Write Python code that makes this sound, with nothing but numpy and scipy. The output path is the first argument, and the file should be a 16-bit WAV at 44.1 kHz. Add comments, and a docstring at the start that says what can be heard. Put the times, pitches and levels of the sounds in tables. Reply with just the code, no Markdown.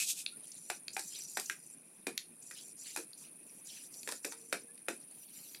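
"""Wet yard with brush and hose

A wet concrete yard: a scrub brush rasps through three quick strokes, grains ringing its plastic back,
then a hose sprays the slab in uneven spurts of filtered droplet grains.
Out of sight something wooden is struck again and again, with sharp clacks between: short blows
through resonances, answered by the stone walls as decaying noise.
Cricket song ticks on, in falling chirps, before a chorus and an outdoor rumble of coloured noise."""
import sys
import numpy as np
from scipy import signal
from scipy.fft import rfft, irfft, next_fast_len
from scipy.io import wavfile
from scipy.ndimage import uniform_filter1d, map_coordinates

SR = 44100
rng = np.random.default_rng(int(sys.argv[2]) if len(sys.argv) > 2 else 0)


def master_out(mix):
    """Clip the mix to full scale and print it as 16-bit PCM to the path in sys.argv[1]."""
    frames = np.transpose(np.atleast_2d(mix))
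    ceiling = np.clip(frames, -1, 1)
    pcm = np.round(ceiling * 32767).astype(np.int16)
    wavfile.write(sys.argv[1], SR, pcm)


N = 246959  # samples in the scene


def amp(db):
    """Decibels to gain."""
    return 10 ** (np.asarray(db) / 20)


def unit(x):
    """Scaled to rms 1."""
    return x / np.sqrt(np.mean(x ** 2) + 1e-20)


def along(points, hz):
    """(Hz, value) points read on a log frequency axis."""
    point_hz, value = np.transpose(points)
    return np.interp(np.log(hz + 1), np.log(point_hz), value)


def curves(rows):
    """One value per sample for each column after the time."""
    s, *columns = np.transpose(rows)
    return [np.interp(np.arange(N) / SR, s, column) for column in columns]


def wobble(rate):
    """A smooth random curve, rate knots a second."""
    knots = rng.standard_normal(int(N * rate / SR) + 4)
    return map_coordinates(knots, [np.arange(N) * rate / SR])


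def filtered(x, response):
    """x shaped by a complex response of frequency."""
    m = next_fast_len(len(x) + 8192)
    return irfft(rfft(x, m) * response(np.fft.rfftfreq(m, 1 / SR)), m)[:len(x)]


def coloured(x, spectrum):
    """x with a (Hz, dB) colour, at rms 1."""
    return unit(filtered(x, lambda hz: amp(along(spectrum, hz))))


def resonate(x, modes):
    """x through parallel (Hz, width Hz, dB) resonances of alternating sign."""
    def response(f):
        total = 0
        for k, (centre, width, db) in enumerate(modes):
            peak = 1j * f * width / (centre * centre - f * f + 1j * f * width)
            total = total + (-1) ** k * amp(db) * peak
        return total
    return filtered(x, response)


def highpass(x, edge_hz):
    """A steep causal bass cut."""
    return signal.sosfilt(signal.butter(4, edge_hz, "high", fs=SR, output="sos"), x)


def grains(rate, spread_db):
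    """Tiny impacts of random size at random moments, rate a second on average, at rms 1."""
    hits = rng.random(N) < rate / SR
    return unit(hits * rng.choice([-1, 1], N) * amp(spread_db * rng.standard_normal(N)))


def patchy(x, depth_db):
    """Random patches of gain, some hundred hertz wide and some hundredths of a second long, at rms 1."""
    z = signal.stft(x, nperseg=256)[2]
    field = uniform_filter1d(rng.standard_normal(z.shape), size=3, axis=0)
    field = uniform_filter1d(field, size=7, axis=1)
    return unit(signal.istft(z * amp(depth_db * unit(field)), nperseg=256)[1][:N])


def add(track, s, sound):
    """Mix a sound into the track at time s."""
    part = track[round(s * SR):][:len(sound)]
    part += sound[:len(part)]


def burst(x):
    """Scaled as if its energy filled a hundredth of a second at rms 1."""
    return x * np.sqrt(SR / 100 / np.sum(x ** 2))


# Colour of the low air behind the yard. 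Each row: frequency in Hz, relative level in dB.
AIR_COLOUR = [(25, -23), (80, -29), (115, -9.5), (160, 2), (300, 2), (450, -5.5), (700, -10), (1200, -16),
              (2150, -15), (2520, -7), (2900, -19), (12000, -25), (16000, -43)]
# A faint tone behind the yard. Each row: time in seconds, pitch in Hz, level in dB before its flutter.
FAINT_TONE = [(4.25, 454, -100), (4.31, 467, -72), (4.45, 450, -67), (4.75, 472, -75), (4.9, 480, -110)]
RUMBLE_DB = -66  # before its slow flutter


def air():
    """Lumpy outdoor rumble of patchy noise, with a faint wavering tone that comes and goes."""
    rumble = patchy(coloured(rng.standard_normal(N), AIR_COLOUR), depth_db=2.5)
    rumble = amp(RUMBLE_DB + 0.97 * wobble(17)) * rumble
    hz, tone_db = curves(FAINT_TONE)
    tone = unit(np.sin(2 * np.pi * np.cumsum(hz) / SR + 1.0 * wobble(30)))
    return rumble + amp(tone_db + 3.3 * wobble(25)) * tone


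# Insect chorus over time. Each row: time in seconds, level in dB before its flutter.
CHORUS_LEVEL = [(.5, -56), (1.4, -62), (2.2, -59.5), (2.8, -59), (4, -56.5), (4.4, -60), (5.05, -57),
                (5.6, -61.5)]
# Colour of the chorus. Each row: frequency in Hz, relative level in dB.
CHORUS_COLOUR = [(7800, -31), (8500, -11), (8900, -10), (9600, -2), (10200, -1), (10900, -5), (13000, -29)]
# Cricket song over time. Each row: time in seconds, level in dB before its flutter.
CRICKET_LEVEL = [(.2, -64.5), (.4, -54), (1.1, -64.5), (1.75, -56.5), (1.95, -75), (2.5, -58), (3.7, -62.5),
                 (5.1, -57.5), (5.3, -62.5)]
# Rate of the paired chirps. Each row: time in seconds, chirp pairs per second.
CHIRP_PACE = [(.7, 27.5), (1, 27.9), (1.5, 27.5), (2.6, 27.4), (2.9, 28.9), (3.2, 27.8), (4.6, 27.1),
              (5.2, 27.4)]


def insects():
    """Cricket song: two ticks of falling pitch in each chirp pair; other insects blur into a high band."""
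    pair_rate, = curves(CHIRP_PACE)
    age = (np.cumsum(pair_rate) / SR + .2) % 1 / pair_rate  # seconds since the pair began
    song = np.zeros(N)
    for u in (age - .006, age - .015):
        # 9400 Hz at the tick's peak, falling 130 Hz per millisecond
        cycles = 9400 * u - 130000 * u * u / 2
        song += np.exp(-abs(u) / 0.0016) * np.sin(2 * np.pi * cycles + 2 * wobble(36))
    cricket = amp(curves(CRICKET_LEVEL)[0] + wobble(22.32)) * unit(song)
    chorus = coloured(rng.standard_normal(N), CHORUS_COLOUR)
    return cricket + amp(curves(CHORUS_LEVEL)[0] + 1.6 * wobble(130)) * chorus


# How long the stone walls ring. Each row: frequency in Hz, time to fall by 60 dB in seconds.
WALL_DECAY = [(200, 0.22), (500, 0.14), (2000, 0.16), (6000, 0.19), (14000, 0.15)]


def yard(x, t, wet_db, gap=.009):
    """The sound and the scattered answer of the stone walls: decaying noise after a gap in seconds."""
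    hz, age, z = signal.stft(rng.standard_normal(len(t)), SR, nperseg=256)
    decay = amp(-60 * age / along(WALL_DECAY, hz)[:, None])
    tail = signal.istft(z * decay, SR, nperseg=256)[1][:len(t)]
    tail = tail * (t > gap)
    return x + amp(wet_db) * signal.fftconvolve(x, tail / np.linalg.norm(tail))[:len(t)]


def contact(t, scatter, t60):
    """One sharp blow with a brief crunch of the surfaces, lumpy in steps of 2 ms."""
    lumps = np.repeat(amp(3.55 * rng.standard_normal(len(t))), SR // 500)[:len(t)]
    crunch = lumps * rng.standard_normal(len(t)) * amp(-60 * t / t60)
    return scatter * crunch / np.linalg.norm(crunch) - (t == 0)


# Small hard clacks in the yard. Each row: start in seconds, ring level in dB, most excited pitch in Hz,
# width of the excited band in Hz, high ping level in dB; levels are before the walls answer.
CLACK_HITS = [(0.2629, -35, 3400, 1750, -76), (0.8815, -41, 2540, 4030, -58),
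              (2.1776, -35, 4400, 6900, -41.5), (3.132, -53.5, 4560, 1200, -62),
              (4.031, -52, 4060, 4020, -52.5), (4.778, -62.5, 3160, 4000, -69),
              (5.547, -49, 3070, 4000, -60)]
# Resonances of the hard pieces. Each row: pitch in Hz, width in Hz, relative level in dB.
CLACK_RESONANCES = [(1540, 470, 0), (2540, 220, 3), (3720, 610, -1.5), (4320, 280, 3), (4850, 400, -0.5),
                    (7150, 510, -4), (9000, 660, -15)]


def clacks():
    """Small hard pieces meet: a brief ring of their resonances and a high ping, then the walls."""
    out, t = np.zeros(N), np.arange(SR // 3) / SR
    for s, ring_db, hz, width_hz, ping_db in CLACK_HITS:
        blow = contact(t, scatter=1.0, t60=0.013)
        ring = resonate(resonate(blow, CLACK_RESONANCES), [(hz, width_hz, 0)])
        ring = burst(highpass(ring, edge_hz=1800))
        ping = burst(highpass(resonate(blow, [(11250, 290, 0)]), edge_hz=5900))
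        add(out, s, yard(amp(ring_db) * ring + amp(ping_db) * ping, t, wet_db=-9.5))
    return out


# Wooden knocks out of sight. Each row: start in seconds, hollow pitch in Hz, dry wood ring in dB
# (the hollow note lies 2.1 dB under it), ground thud in dB, crack in dB (2.8 dB is taken off);
# levels are before the walls answer.
WOOD_KNOCKS = [(0.7004, 734, -38.5, -53.5, -36), (0.966, 780, -38.5, -53, -40),
               (0.9934, 804, -51, -75, -36.5), (1.3712, 795, -37.5, -51.5, -35.5),
               (1.3965, 826, -51, -78, -35.5), (1.498, 1624, -37.5, -60, -38),
               (2.0684, 420, -39, -42.5, -37), (2.511, 1850, -53, -65, -49),
               (2.9618, 860, -43.5, -67, -36.5), (2.972, 420, -45, -45, -39.5),
               (4.075, 454, -43, -56.5, -41), (4.089, 970, -45, -71, -39), (4.114, 694, -69, -71, -41.5),
               (4.122, 507, -46.5, -64, -38.5), (4.2464, 434, -40.5, -42.5, -35.5),
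               (4.3215, 915, -51.5, -73, -43.5), (4.5266, 546, -33.5, -43.5, -33.5),
               (4.884, 535, -36, -42.5, -38)]
# Dry ring of the wood. Each row: pitch in Hz, width in Hz, relative level in dB.
WOOD_RESONANCES = [(1384, 400, -3), (1850, 530, -2.5), (2488, 169, 1), (3770, 330, -10)]
# Colour of the splintery crack. Each row: frequency in Hz, relative level in dB.
CRACK_COLOUR = [(2500, -17), (4200, 1.5), (5500, 2.5), (6500, 0.5), (8000, 3.5), (9500, 5), (11800, -1),
                (13200, -8), (16000, -29)]


def knocks():
    """Each blow gives a ground thud, a hollow note of its own pitch, a dry ring and a splintery crack."""
    out, t = np.zeros(N), np.arange(SR // 3) / SR
    for s, hz, wood_db, thud_db, crack_db in WOOD_KNOCKS:
        thud = resonate(contact(t, scatter=1.1, t60=0.069), [(253, 147, -1.1), (420, 237, 0.091)])
        thud = burst(highpass(thud, edge_hz=185))
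        hollow = resonate(contact(t, scatter=1.0, t60=0.078), [(hz, 120, 0)])
        hollow = burst(highpass(hollow, edge_hz=265))
        ring = resonate(contact(t, scatter=0.88, t60=0.037), WOOD_RESONANCES)
        ring = burst(highpass(ring, edge_hz=1050))
        # the splintering builds up within a millisecond or two
        build_up = 1.2 - np.exp(-t / 0.00043)
        crack = burst(coloured(contact(t, scatter=6, t60=0.03) * build_up, CRACK_COLOUR))
        low = yard(amp(thud_db) * thud, t, wet_db=1.0)
        middle = yard(amp(wood_db - 2.1) * hollow, t, wet_db=-9.5)
        high = yard(amp(wood_db) * ring + amp(crack_db - 2.8) * crack, t, wet_db=-6.0)
        add(out, s, low + middle + high)
    return out


# Soft liquid blips. Each row: start in seconds, level in dB, starting pitch in Hz.
BUBBLES = [(0.322, -63.5, 1380), (4.684, -64, 1670)]


def blips():
    """A large bubble sings briefly, rising a little in pitch."""
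    out, t = np.zeros(N), np.arange(SR // 8) / SR
    for s, db, hz in BUBBLES:
        tone = np.sin(2 * np.pi * hz * t * (1 + 0.64 * t))
        add(out, s, amp(db) * burst(t * np.exp(-t / .011) * tone))
    return out


# Slugs of water on the slab. Each row: start in seconds, level in dB (1 dB is taken off), pitch in Hz.
WATER_SLAPS = [(0.5162, -49.5, 6000), (0.932, -47.5, 6900), (1.458, -43, 6340), (1.663, -61, 7200),
               (2.424, -52.5, 7500), (2.8669, -47.5, 8100), (3.669, -48.5, 6940), (3.939, -53, 5000),
               (5.026, -64.5, 5330), (5.11, -62, 7700)]


def slaps():
    """A slug of water lands as a short swell of spatter: noise through a doubled resonance."""
    out, t = np.zeros(N), np.arange(SR // 8) / SR
    for s, db, hz in WATER_SLAPS:
        swell = (1 - np.exp(-t / 0.0025)) * amp(-60 * t / 0.03)
        band = [(hz, 2400, 0)]
        spatter = resonate(resonate(swell * rng.standard_normal(len(t)), band), band)
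        add(out, s, amp(db - 1.0) * burst(spatter))
    return out


# Strokes of the scrub brush. Each row: fastest moment in seconds, half length in seconds,
# bristle rasp in dB, brush body in dB; the rasp is before its flutter, the body before its bass cut.
BRUSH_STROKES = [(0.009, 0.037, -34, -39.5), (0.101, 0.016, -30, -45.5), (0.195, 0.027, -42, -53.5)]
# Colour of the bristle rasp. Each row: frequency in Hz, relative level in dB.
BRISTLE_COLOUR = [(530, -39), (900, -36), (1090, -44), (2090, -45), (2440, -12.5), (2890, -15), (3630, -8),
                  (4790, -9), (7950, -3.5), (12300, -11), (13300, -20), (14500, -18), (16000, -40)]
STROKE_FADE_S = 0.023  # how gradually the hand gains and loses speed


def brush():
    """Bristles flick over grit by the thousand and ring the plastic back; each stroke swells and fades."""
    t = np.arange(N) / SR
    rasp_level, body_level = np.zeros(N), np.zeros(N)
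    for s, half, rasp_db, body_db in BRUSH_STROKES:
        speed = .5 - .5 * np.tanh((abs(t - s) - half) / STROKE_FADE_S)
        rasp_level += amp(rasp_db) * speed
        body_level += amp(body_db) * speed ** 2
    rasp = coloured(grains(rate=20000, spread_db=4.0), BRISTLE_COLOUR)
    body = unit(resonate(grains(rate=5600, spread_db=1.5), [(2540, 155, 0)]))
    return rasp_level * amp(0.59 * wobble(235)) * rasp + body_level * highpass(body, edge_hz=1100)


# Spurts of the hose on the slab. Each row: start in seconds, length in seconds,
# level in dB that the jet approaches, before its flutter.
HOSE_SPURTS = [(0.43, 0.28, -61.5), (0.664, .11, -55), (0.924, 0.33, -49.5), (1.266, 0.26, -50.5),
               (1.547, 0.19, -62.5), (2.41, 0.3, -58), (2.765, 0.26, -54), (3.172, 0.069, -54),
               (3.452, 0.15, -65), (3.641, 0.23, -56), (3.903, 0.28, -55), (4.222, 0.11, -53),
               (4.36, 0.26, -62.5), (4.884, .07, -57), (5.13, 0.12, -67), (5.32, 0.24, -59)]
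SPURT_RISE_S, SPURT_FALL_S = 0.011, 0.013  # time constants of the jet's arrival and retreat
DRIBBLE_DB = -77.5  # the jet between spurts, before its flutter


def jet_strength():
    """Level of the jet in dB: every spurt rises, holds and falls back to a dribble."""
    t = np.arange(N) / SR
    level = np.full(N, amp(DRIBBLE_DB))
    for s, length, db in HOSE_SPURTS:
        rise = 1 - np.exp(-np.maximum(t - s, 0) / SPURT_RISE_S)
        fall = np.exp(-np.maximum(t - s - length, 0) / SPURT_FALL_S)
        level = np.maximum(level, amp(db) * rise * fall)
    return 20 * np.log10(level)


# Colours of the jet on the slab, its spray, its mist and its puddle splashes.
# Each row: frequency in Hz, relative level in dB.
JET_COLOUR = [(3000, -39), (4400, -7.5), (5100, -1), (5400, -8), (5850, 8), (6500, -5.5), (7250, 8.5),
              (8050, -3), (8600, -7), (10500, -22), (13000, -26)]
SPRAY_COLOUR = [(6500, -34), (8500, -2), (10000, -8), (10900, -1.5), (11800, -11.5), (12400, -5),
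                (13200, -49)]
MIST_COLOUR = [(5000, -40), (11000, -0.5), (12500, 4), (13200, -8), (14200, -2), (15400, -16), (16000, -7)]
SPLASH_COLOUR = [(1100, -27), (2000, -9.5), (2600, -0.5), (3500, -1.5), (4600, 2), (6000, -6), (9000, -19)]
# Mist at a typical spurt. Each row: time in seconds, level in dB before its flutter.
MIST_AT_FULL_JET = [(.3, -77), (1.1, -72), (1.45, -60), (1.8, -75), (2.9, -73), (3.5, -64.5), (4.3, -65),
                    (4.95, -80), (5.2, -54.5), (5.5, -55.5)]
# The jet crosses a puddle. Each row: middle in seconds, half length in seconds, level in dB before flutter.
PUDDLE_CROSSINGS = [(0.503, 0.085, -67.5), (1.168, 0.042, -52.5), (1.432, 0.04, -63), (2.59, 0.024, -54.5),
                    (2.892, 0.039, -53), (3.25, 0.027, -62), (3.749, 0.05, -55.5), (5.4, 0.2, -65.5)]
FULL_JET_DB = -53  # a typical spurt; mist, spray and splash levels are given at this strength
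SPRAY_DB, SPLASH_DB = -57, -74.5  # before their flutter
SPRAY_FOLLOWS, MIST_FOLLOWS = 1, 0.35  # dB per dB of jet


def hose():
    """The jet spatters on the slab, mist and spray hiss along, and coarser drops splash in the puddles."""
    t = np.arange(N) / SR
    jet_db = jet_strength()
    push_db = jet_db - FULL_JET_DB
    pooled = amp(SPLASH_DB + push_db)
    for s, half, db in PUDDLE_CROSSINGS:
        pooled = pooled + amp(db) * np.exp(-.5 * ((t - s) / half) ** 2)
    mist_db = curves(MIST_AT_FULL_JET)[0] + MIST_FOLLOWS * push_db
    mist = amp(mist_db) * coloured(grains(rate=10000, spread_db=4), MIST_COLOUR)
    spray_db = SPRAY_DB + SPRAY_FOLLOWS * push_db
    spray = amp(spray_db) * coloured(grains(rate=9800, spread_db=9.5), SPRAY_COLOUR)
    jet = amp(jet_db) * patchy(coloured(grains(rate=14000, spread_db=6.0), JET_COLOUR), depth_db=4.5)
    drops = coloured(grains(rate=3700, spread_db=3.5), SPLASH_COLOUR)
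    splash = pooled * patchy(drops, depth_db=5.5)
    return amp(0.57 * wobble(42)) * (mist + spray) + amp(1.1 * wobble(42)) * (jet + splash)


# Colour of the faint noise of opposite sign in the two channels.
# Each row: frequency in Hz, relative level in dB.
SIDE_NOISE_COLOUR = [(2500, 3.5), (8500, -12.5), (12000, -14)]


def scene():
    """All sources reach both channels alike; only a faint noise, of opposite sign in each, differs."""
    mono = air() + insects() + clacks() + knocks() + blips() + slaps() + brush() + hose()
    side = amp(-86.0) * coloured(rng.standard_normal(N), SIDE_NOISE_COLOUR)
    return np.array([mono + side, mono - side])


TOP_HZ = 15850  # upper band limit


def record(dry):
    """Nothing above the band limit is kept."""
    return np.array([filtered(channel, lambda hz: hz < TOP_HZ) for channel in dry])


dry = scene()
out = record(dry)
master_out(out)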